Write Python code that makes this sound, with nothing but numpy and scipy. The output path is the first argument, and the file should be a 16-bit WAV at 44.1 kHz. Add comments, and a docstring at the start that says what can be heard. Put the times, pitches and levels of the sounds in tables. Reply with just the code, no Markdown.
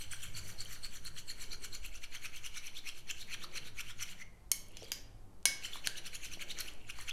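"""In a quiet kitchen a metal spoon whisks thick cream in a small hand-held ceramic bowl near the microphone.
From the start there is room tone, slow air pressure from the rocking bowl, and a scrape each half turn: rough
noise through resonances of hollow and wall, with fine crackle; single snaps, pings and low thumps stand out.
At 4.2 s the whisking breaks off: knocks (a blow, a rebound, ringing modes), faint scrapes, a thin rising squeak.
From 5.65 s it goes on to the end, with one more knock; faint room echoes follow all but sway and room tone."""
import sys
import numpy as np
from scipy import signal
from scipy.io import wavfile
from scipy.ndimage import uniform_filter1d

SR = 44100
rng = np.random.default_rng(int(sys.argv[2]) if len(sys.argv) > 2 else 0)


def inscribe(sig):
    """Save sig as 16-bit PCM at rate SR to the path in sys.argv[1].

    A 1-D sig is mono; a 2-D sig holds one channel per row.
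    Samples are clipped to [-1, 1] before scaling.
    """
    pcm = np.round(np.clip(np.atleast_2d(sig).T, -1, 1) * 32767)
    wavfile.write(sys.argv[1], SR, pcm.astype(np.int16))


N = 313992
T = np.arange(N) / SR

# Strokes of the spoon. Each row: peak time in s, level in dB, length between the -10 dB points in s,
# pitch at the peak of the hollow between bowl and spoon in Hz, level of the hollow in dB.
SCRAPES = [(0.012, -44.5, 0.06, 3120, -23), (0.124, -43.5, 0.056, 3130, -12.5),
           (0.235, -45.5, 0.077, 3080, -14), (0.378, -45, 0.059, 4490, -4.5),
           (0.495, -49.5, 0.11, 4530, -13.5), (0.615, -48.5, 0.057, 4370, 1),
           (0.734, -47.5, 0.11, 4450, -15), (0.855, -45, 0.042, 4425, -2), (0.956, -47.5, 0.077, 4470, -27),
           (1.074, -46.5, 0.047, 4270, -1.5), (1.189, -44.5, 0.046, 3100, -12.5),
           (1.306, -44, 0.05, 4360, -2.5), (1.425, -45, 0.078, 2160, -17), (1.533, -46, 0.054, 4260, -3),
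           (1.648, -40.5, 0.039, 4120, -30), (1.751, -43.5, 0.049, 4330, -4),
           (1.857, -45.5, 0.048, 2620, -6.5), (1.956, -50.5, 0.068, 2650, -3),
           (2.041, -44.5, 0.033, 2360, -7), (2.153, -43.5, 0.048, 2800, -4), (2.255, -42, 0.051, 2450, -6),
           (2.368, -45, 0.055, 3040, -5), (2.464, -41.5, 0.044, 2730, -9.5),
           (2.574, -42.5, 0.054, 3920, -8.5), (2.67, -45.5, 0.065, 2730, -5), (2.781, -46, 0.053, 3850, -2),
           (2.889, -41.5, 0.044, 2680, -1.5), (2.981, -52, 0.082, 3030, -11), (3.11, -40, 0.03, 3000, 0.5),
           (3.216, -47, 0.068, 3870, -4.5), (3.341, -43.5, 0.061, 2467, -0.5),
           (3.441, -46.5, 0.048, 3980, 1.5), (3.577, -41.5, 0.048, 2680, -1), (3.678, -50, 0.077, 4000, -4),
           (3.81, -39.5, 0.036, 2680, -2.5), (3.908, -47, 0.072, 3330, -5.5),
           (4.032, -37, 0.035, 2300, -6.5), (4.116, -48.5, 0.11, 2740, -9.5),
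           (4.219, -51.5, 0.054, 2150, -3.5), (4.79, -56.5, 0.29, 3140, -9.5),
           (4.843, -51.5, 0.021, 4770, -4), (4.885, -59, 0.07, 3140, -17), (5.653, -41, 0.048, 2940, -4),
           (5.753, -45.5, 0.093, 3430, -9), (5.864, -41, 0.031, 3060, -8), (5.98, -43, 0.035, 3940, -3),
           (6.07, -41.5, 0.04, 2840, -9.5), (6.155, -41, 0.037, 2784, -3.5), (6.253, -42, 0.06, 2630, -8),
           (6.337, -42.5, 0.043, 2813, -7), (6.423, -40.5, 0.035, 2640, -4),
           (6.513, -40.5, 0.038, 4170, -4), (6.608, -36.5, 0.04, 2240, -12.5),
           (6.677, -47.5, 0.094, 2800, -7), (6.806, -66, 0.48, 2610, 0.5),
           (6.904, -42.5, 0.021, 2660, -5.5), (7.016, -45.5, 0.093, 2280, -16),
           (7.097, -39, 0.026, 2480, -3.5)]
# Broad wall resonances. Each row: centre in Hz, base width in Hz (the resonators widen it), level in dB.
WALL = [(1447, 346, -6.5), (2280, 137, -6.5), (2960, 310, -2.5), (4250, 200, -4), (5950, 320, -3),
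        (7200, 430, -7), (8900, 410, -12), (10220, 420, -10), (13800, 330, -21)]


def amp(db):
    """Amplitude of a level in dB."""
    return 10 ** (np.asarray(db) / 20)


def evened(x):
    """Scale to an rms of 1."""
    return x / np.sqrt(np.mean(x ** 2) + 1e-20)


def read(points, hz):
    """Interpolate (Hz, value) rows over log frequency."""
    f, value = np.transpose(points)
    return np.interp(np.log(hz + 1), np.log(f + 1), value)


def add(mix, s, sound):
    """Mix a sound in at s seconds."""
    part = mix[round(s * SR):][:len(sound)]
    part += sound[:len(part)]


def resonate(x, hz, width):
    """One decaying pole; a moving hz is shifted to zero, smoothed, shifted back. White noise keeps its power."""
    r = np.exp(-np.pi * width / SR)
    gain = np.sqrt(2 * (1 - r * r))
    if np.ndim(hz) == 0:
        pole = r * np.exp(2j * np.pi * hz / SR)
        return gain * signal.lfilter([1], [1, -pole], x).real
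    turn = np.exp(2j * np.pi * np.cumsum(hz) / SR)
    return gain * (turn * signal.lfilter([1], [1, -r], x / turn)).real


def steep(x, hz, width):
    """A resonance applied twice, for dark valleys beside it."""
    once = resonate(x, hz, 2.37 * width)
    return resonate(once, hz, 2.27 * width) * np.sqrt(6 * width / SR)


def grit(size):
    """Noise in uneven slips of about 4 ms."""
    slips = evened(uniform_filter1d(rng.standard_normal(size), 170))
    return evened(amp(3.0 * slips) * rng.standard_normal(size))


def blip(hz, cycles):
    """A few cycles that swell to 1, die and glide upward from hz."""
    turns = np.arange(0, 5 * cycles, hz / SR)
    envelope = turns / cycles * np.exp(1 - 2 * turns / cycles) * 2
    return np.sin(2 * np.pi * turns * (1 + .03 * turns / cycles)) * envelope


def room_tone():
    """Random short-time spectra: rumble, a soft hum near 100 Hz, swelling rustle and faint hiss."""
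    room_tone_db, rustle_s = -56.5, 0.23
    # Spectral shape. Each row: frequency in Hz, relative density in dB per Hz.
    air = [(8, 9.5), (30, -1.5), (55, -2), (80, -29), (100, 2), (125, -16), (155, -15.5), (180, -11.5),
           (210, -18.5), (330, -18), (420, -21), (1000, -26), (1400, -33), (3000, -39), (16000, -41.5)]
    # Drift of the lows. Each row: time in s, rumble below 80 Hz in dB, hum at 80-210 Hz in dB.
    rumble = [(0, 4, 4.5), (1.2, 2, 4), (1.9, 6.5, -2), (2.5, -2.5, -1), (4.85, 2.5, 2.5), (5.9, -0.5, -1),
              (7.12, 1, -1)]
    # Swells of low rustle around 450 Hz. Each row: middle in s, boost in dB.
    rustles = [(.45, 5), (1.5, 6), (3.5, 6.5), (4.85, 4.5), (5.85, 7.5), (6.55, 10)]
    frames, hz = N // 1024 + 5, np.fft.rfftfreq(4096, 1 / SR)[:, None]
    a, b, patches = rng.standard_normal((frames, 2049, 3)).T
    patches = uniform_filter1d(uniform_filter1d(patches, size=5, axis=0), size=9, axis=1)
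    patches = evened(patches) / (1 + hz / 1500)  # drifting lumps, mostly low
    t = (np.arange(frames) - 2) * 1024 / SR
    when, *lows = np.transpose(rumble)
    rumble_db, hum_db = (np.interp(t, when, c) for c in lows)
    lows_db = np.where(hz < 80, rumble_db, hum_db * (hz < 210))
    rustle_db = sum(db * np.exp(-((t - s) / rustle_s) ** 2) for s, db in rustles)
    rustle_band = np.exp(-np.log(hz / 450 + 1e-9) ** 2 / 0.62)
    level_db = read(air, hz) + 2.8 * patches + lows_db + rustle_db * rustle_band
    spectra = (a + 1j * b) * amp(level_db) * (hz > 0)
    hush = signal.istft(spectra, nperseg=4096, noverlap=3072)[1][:N]
    return amp(room_tone_db) * evened(hush)


def sway():
    """The rocking bowl pumps air at the microphone: pressure swings once for every two scrapes."""
    lead = 0.18  # share of a scrape interval
    # Strength of the pumping. Each row: time in s, level in dB.
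    sway_levels = [(0, -42.5), (4.1, -44.5), (4.3, -55.5), (5.5, -58.5), (5.7, -46), (7.12, -44.5)]
    count = np.interp(T, [row[0] for row in SCRAPES], np.arange(len(SCRAPES)))
    swing = -np.cos(np.pi * (count + lead)) * amp(np.interp(T, *np.transpose(sway_levels)))
    lowpass = signal.butter(4, 9, fs=SR, output="sos")
    return np.sqrt(2) * signal.sosfiltfilt(lowpass, swing)


def lumpy(x):
    """Make a sound uneven in random patches of a few ms and a few hundred Hz."""
    lumps_db = 3
    z = signal.stft(x, nperseg=256, noverlap=192)[2]
    patches = rng.standard_normal(z.shape[::-1])
    patches = uniform_filter1d(uniform_filter1d(patches, size=7, axis=0), size=5, axis=1).T
    patch_db = lumps_db * evened(patches) - lumps_db ** 2 * np.log(10) / 20  # keeps the mean power
    return signal.istft(z * amp(patch_db), nperseg=256, noverlap=192)[1][:N]


def scrapes():
    """The spoon edge slips over the glaze and sounds the hollow and the wall, with a fine crackle."""
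    usual_db, usual_s, rise_share_per_db = -44.5, 0.041, 0.01
    open_hz, shut_hz, closing_per_s = 2300, 4320, 2.56  # the hollow nears shut_hz as the spoon closes on the wall
    swell_db, lead_in = 9.5, 0.67  # a sweeping hollow starts softer and sooner (share of the build-up)
    hollow_width_hz, smear_hz, upper_width_hz = 122, 169, 310  # base widths; a sweeping hollow is wider
    upper_fall = 0.15  # share of its pitch the upper resonance loses over one scrape length
    bite_db_per_s = 138  # short scrapes sound the upper resonance harder
    wall_db, hiss_db, colour_db = -7.5, -11, 2
    crackle_per_s, crackle_db = 300, -11.5
    # How the spoon is held. Each row: time in s, upper resonance in Hz, treble in dB, build-up share of a
    # usual scrape, lowest wall resonance in dB, share of the hollow's sweep up from open_hz.
    spoon_tilt = [(0, 8900, 0.5, 0.19, 3, .1), (.5, 7570, 4.5, 0.7, 5.5, 0.066),
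                  (1.7, 7450, 0, 0.56, 2, .05), (2.1, 6200, -1, 0.56, -0.5, 0.62),
                  (3, 5630, 0.5, 0.73, 2, 0.93), (4.2, 5600, -0.5, 0.85, 4, .7),
                  (4.8, 7040, -5.5, 0.33, -2.5, 0.37), (5.7, 5710, -1, 0.54, -2, 0.59),
                  (7.12, 6070, -1.5, 0.7, 4, 0.8)]
    body, edge, hollow = np.zeros((3, N + SR))
    u = np.arange(-SR // 8, SR // 8) / SR  # s from the peak of a scrape
    when, *tilt = np.transpose(spoon_tilt)
    for s, db, length, hollow_hz, hollow_db in SCRAPES:
        upper_hz, treble_db, share, _, sweep = (np.interp(s, when, c) for c in tilt)
        # the harder a scrape, the longer its build-up and the more abruptly the spoon leaves the wall
        rise = length * np.clip(share + rise_share_per_db * (db - usual_db), .3, .85)
        fall = length - rise
        press = amp(db - 10.0 * abs(u / np.where(u < 0, rise, fall)) ** 1.21)
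        # the edge bites late
        late = amp(db + treble_db - 13.65 * abs(u / np.where(u < 0, 0.88 * rise, fall)) ** 0.93)
        # the hollow sounds as soon as the spoon touches
        early = sweep * (-u / rise).clip(0, 1.3)
        touch = np.where(u < 0, (1.15 + lead_in * sweep) * rise, fall)
        held = amp(db - swell_db * early - 29.0 * abs(u / touch) ** 6.9)
        opening_hz = max(hollow_hz - open_hz, 0) * early
        closing = closing_per_s * u.clip(-.03, .02) + 0.42 * (u / fall).clip(0, 1) ** 2
        low_hz = hollow_hz - opening_hz + (shut_hz - hollow_hz) * closing
        low = steep(held * grit(len(u)), low_hz, hollow_width_hz + smear_hz * sweep)
        high_hz = upper_hz * (1 + 0.05 * rng.standard_normal() - upper_fall * u / length)
        high = steep(late * grit(len(u)), high_hz, upper_width_hz)
        high_db = -6.5 - bite_db_per_s * (length - usual_s)
        add(hollow, s, amp(hollow_db) * low + amp(high_db) * high)
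        add(body, s, press)
        add(edge, s, late)
    body, edge, hollow = (v[SR // 8:][:N] for v in (body, edge, hollow))

    # the wall resonances vary at random in level from scrape to scrape
    colour = colour_db * rng.standard_normal((len(SCRAPES), len(WALL))).T
    peaks = [row[0] for row in SCRAPES]
    colour[0] += np.interp(peaks, when, tilt[3])
    wall = np.zeros(N)
    for (hz, width, db), shift_db in zip(WALL, colour):
        level_db = wall_db + db + np.interp(T, peaks, shift_db)
        pressure = edge if hz > 5000 else body
        wall += amp(level_db) * steep(pressure * grit(N), hz, width)
    hiss = amp(hiss_db) * np.diff(edge * rng.standard_normal(N), prepend=0)

    burst_db = crackle_db + 3 * np.minimum(rng.exponential(1, N), 3.5)
    crackle = body * amp(burst_db) * (rng.random(N) < crackle_per_s / SR)
    kind = rng.integers(0, 12, N)
    fizz = np.zeros(N)
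    for k, hz in enumerate(np.geomspace(1900, 11000, 12)):
        fizz += signal.oaconvolve(crackle * (kind == k), blip(hz, 4.2))[:N]
    out = lumpy(hollow + wall + hiss) + fizz
    highpass = signal.butter(2, 1300, "high", fs=SR, output="sos")  # a small bowl radiates no bass
    return signal.sosfilt(highpass, out)


def snaps():
    """Short single snaps, stroke onsets, pings and low thumps, each one blip."""
    # Each row: start in s, peak level in dB, starting pitch in Hz, envelope length in cycles.
    single_blips = [(.113, -41, 7700, 28), (1.517, -41, 4200, 12.6), (2.442, -43, 2580, 5.3),
                    (5.647, -37, 2900, 10), (.604, -41, 4260, 19), (.134, -40.5, 1470, 2.4),
                    (.606, -35, 7660, 3.8), (0.6507, -35.5, 9900, 0.61), (0.657, -45.5, 2970, 8.4),
                    (1.051, -34.5, 10900, 1.4), (1.8617, -32.5, 12100, 1.8), (3.111, -31, 6850, 3),
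                    (3.442, -44, 1200, 3), (4.212, -48, 1954, 24), (4.685, -41, 11000, 0.75),
                    (4.7194, -48, 9000, 0.96), (4.823, -44.5, 520, 0.8), (4.832, -48.5, 438, 2.2),
                    (4.8304, -39, 5500, 0.6), (5.4291, -47, 6100, 0.51), (5.733, -39.5, 3320, 11),
                    (5.757, -42.5, 1000, 1.6), (5.872, -33, 1534, 3.3), (6.373, -47, 484, 0.47),
                    (6.588, -30, 6040, 1.7), (6.6076, -28, 10550, 2.6), (6.737, -44, 8200, 0.9),
                    (6.989, -44.5, 1010, 1.3), (7.012, -36.5, 9200, 1.9), (7.11, -34.5, 3160, 4.6)]
    out = np.zeros(N)
    for s, db, hz, cycles in single_blips:
        add(out, s, amp(db) * blip(hz, cycles))
    return out


def clang(size):
    """Dense small modes of bowl and spoon blur into a rough wash: noise whose treble dies sooner."""
    t60_s, dulls_hz = 0.4, 12000  # t60 of the lows; halved at dulls_hz
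    # Spectrum of the wash. Each row: frequency in Hz, level in dB.
    wash_levels = [(900, -18.5), (1600, -4), (2800, -15), (3900, -11.5), (5700, -0.5), (6700, -5),
                   (7900, -14), (9800, -13), (15000, -6.5)]
    hz, t, z = signal.stft(rng.standard_normal(size), SR, nperseg=256)
    decay_db = 60 * t / t60_s * (1 + (hz[:, None] / dulls_hz) ** 2)
    level_db = read([(0, -47)] + wash_levels, hz)[:, None] - decay_db
    wash = signal.istft(z * amp(level_db), SR, nperseg=256)[1][:size]
    return wash * np.minimum(np.arange(size) / SR / .004, 1)


def knocks():
    """A blow and its rebound clash through the wall resonances, set modes ringing and leave a rough wash."""
    chatter_db, chatter_t60_s = -22.5, 0.022
    # Each row: time in s, level in dB, brightness of the clash in dB per octave, rebound delay in s, rebound
    # in dB, ring in dB, share of the free ring time, bare click in dB, wash in dB (apart from the level).
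    blows = [(4.5162, -14.5, 11, .00091, 2, -13, 0.4, 1.5, -50),
             (4.770, -29, 1, .002, -7, -48, 0.51, -19, -69),
             (4.9186, -17.5, 3, 0.0095, -15, -10.5, 0.54, -8, -39.5),
             (5.455, -4.5, 6, .00015, -17, -14.5, 0.86, -7, -28),
             (5.8723, -12.5, 3.5, .0003, -20, -17, 0.06, -6, -57)]
    # Place struck, one per knock: 0 side, 1 bottom, 2 rim.
    places = [0, 0, 1, 2, 2]
    # Sign of the rebound by place: it sets which pitches the double blow strengthens.
    rebound_sign = [1, -1, -1]
    # Flutter by place in dB rms: random flutter roughens and broadens each mode as it dies.
    place_flutter_db = [4, 4, 1]
    # Modes of bowl and spoon in Hz.
    mode_hz = [1610, 2213, 2985, 3165, 4440, 4865, 5108, 5290, 5680, 6500, 8771, 9860, 13200]
    # One row per mode: free t60 in s, level in dB struck at the side, at the bottom, at the rim.
    mode_ring = [(0.04, -30.5, -24, -11), (0.23, -15.5, -30, -14.5), (0.062, -32, -32.5, -15.5),
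                 (0.1, -19, -18, -31), (0.13, -8, -32, -34), (0.063, -32, -3.5, -22), (0.28, -24, -37, -22),
                 (0.088, -20, -26, -23), (0.065, -21, -31, -15), (0.031, 1, -11, -11.5),
                 (0.089, -4, -41, -12), (0.027, 3.5, -35, -12), (0.063, -23, -7, -28.5)]
    out, t = np.zeros(N), np.arange(SR // 2) / SR
    for row, place in zip(blows, places):
        s, db, tilt_db, gap_s, rebound_db, ring_db, free, click_db, clang_db = row
        # spoon chatter after the contact
        blow = amp(chatter_db - 60 * t / chatter_t60_s) * rng.standard_normal(len(t))
        blow[0] += 1
        delay = int(abs(gap_s) * SR) + 1
        rebound = rebound_sign[place] * amp(rebound_db)
        blow = blow + rebound * np.roll(blow, delay)
        clash = amp(click_db) * np.diff(blow, prepend=0)
        for k, (hz, width, wall_db) in enumerate(WALL):
            level_db = wall_db + tilt_db * np.log2(hz / 5000)
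            clash += (-1) ** k * amp(level_db) * resonate(blow, hz, 1.98 * width)
        flutter = uniform_filter1d(rng.standard_normal((len(mode_hz), len(t))), size=250)
        flutter_db = place_flutter_db[place] * evened(flutter) * np.minimum(t / .01, 1)
        waver = 0.25 * np.roll(flutter_db, shift=1, axis=0)  # the phase wavers too (radians)
        ring = np.zeros(len(t))
        for hz, (t60, *place_db), mode_db, phase in zip(mode_hz, mode_ring, flutter_db, waver):
            level_db = place_db[place] + mode_db - 60 * t / (t60 * free)
            ring += amp(level_db) * np.sin(2 * np.pi * hz * t + phase)
        wash = clang(len(t))
        wash = wash + rebound * np.roll(wash, delay)
        add(out, s, amp(db) * (clash + amp(ring_db) * ring) + amp(clang_db) * wash)
    return out - 1.08 * resonate(out, 1370, 580) * np.sqrt(2 * 500 / SR)  # knocks are weak near 1.4 kHz


def slide():
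    """The spoon slides up the wall after a light knock: a thin rising squeak of resonant noise."""
    # One row: start in s, end in s, from Hz, to Hz, base width in Hz, level in dB.
    squeak_row = (4.772, 4.845, 4900, 7000, 180, -65)
    start, end, from_hz, to_hz, width, db = squeak_row
    u = np.arange(0, 1, 1 / (end - start) / SR)
    squeak = evened(steep(grit(len(u)), from_hz + (to_hz - from_hz) * u * u, width))
    out = np.zeros(N)
    add(out, start, amp(db) * np.sqrt(np.sin(np.pi * u)) * squeak)
    return out


def kitchen(x):
    """Dense random echoes, each band dying at its own speed."""
    # Each row: frequency in Hz, t60 in s.
    decay = [(500, 1), (1320, 0.72), (3480, 0.48), (9190, 0.3)]
    taps = rng.standard_normal(SR // 2)
    hz, t, z = signal.stft(taps, SR, nperseg=256)
    tail = signal.istft(z * amp(-60 * t / read(decay, hz)[:, None]), SR, nperseg=256)[1]
    tail = tail * np.clip(np.arange(len(tail)) / SR / 0.0016 - .5, 0, 1)  # silent for 0.8 ms, then fades in
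    return signal.fftconvolve(x, tail / np.linalg.norm(tail))[:N]


def scene():
    """Near sounds with their echoes, over sway and room tone."""
    kitchen_db = -10
    near = scrapes() + knocks() + snaps() + slide()
    return (near + amp(kitchen_db) * kitchen(near) + sway() + room_tone())[None]


def record(dry):
    """The microphone colours the sound and falls off above 12.5 kHz; then the band limit."""
    edge_hz = 16100
    # Microphone response. Each row: frequency in Hz, gain in dB.
    response = [(300, 3.5), (9000, 4), (12500, 2.5), (14500, -8), (16000, -17)]
    hz = np.linspace(0, SR / 2, 257)
    colour = signal.firwin2(129, hz, amp(read(response, hz)), fs=SR)
    coloured = signal.oaconvolve(dry, colour[None], "same")
    band_limit = signal.firwin(511, edge_hz, window=("kaiser", 10), fs=SR)
    return signal.oaconvolve(coloured, band_limit[None], "same")


dry = scene()
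out = record(dry)
inscribe(out)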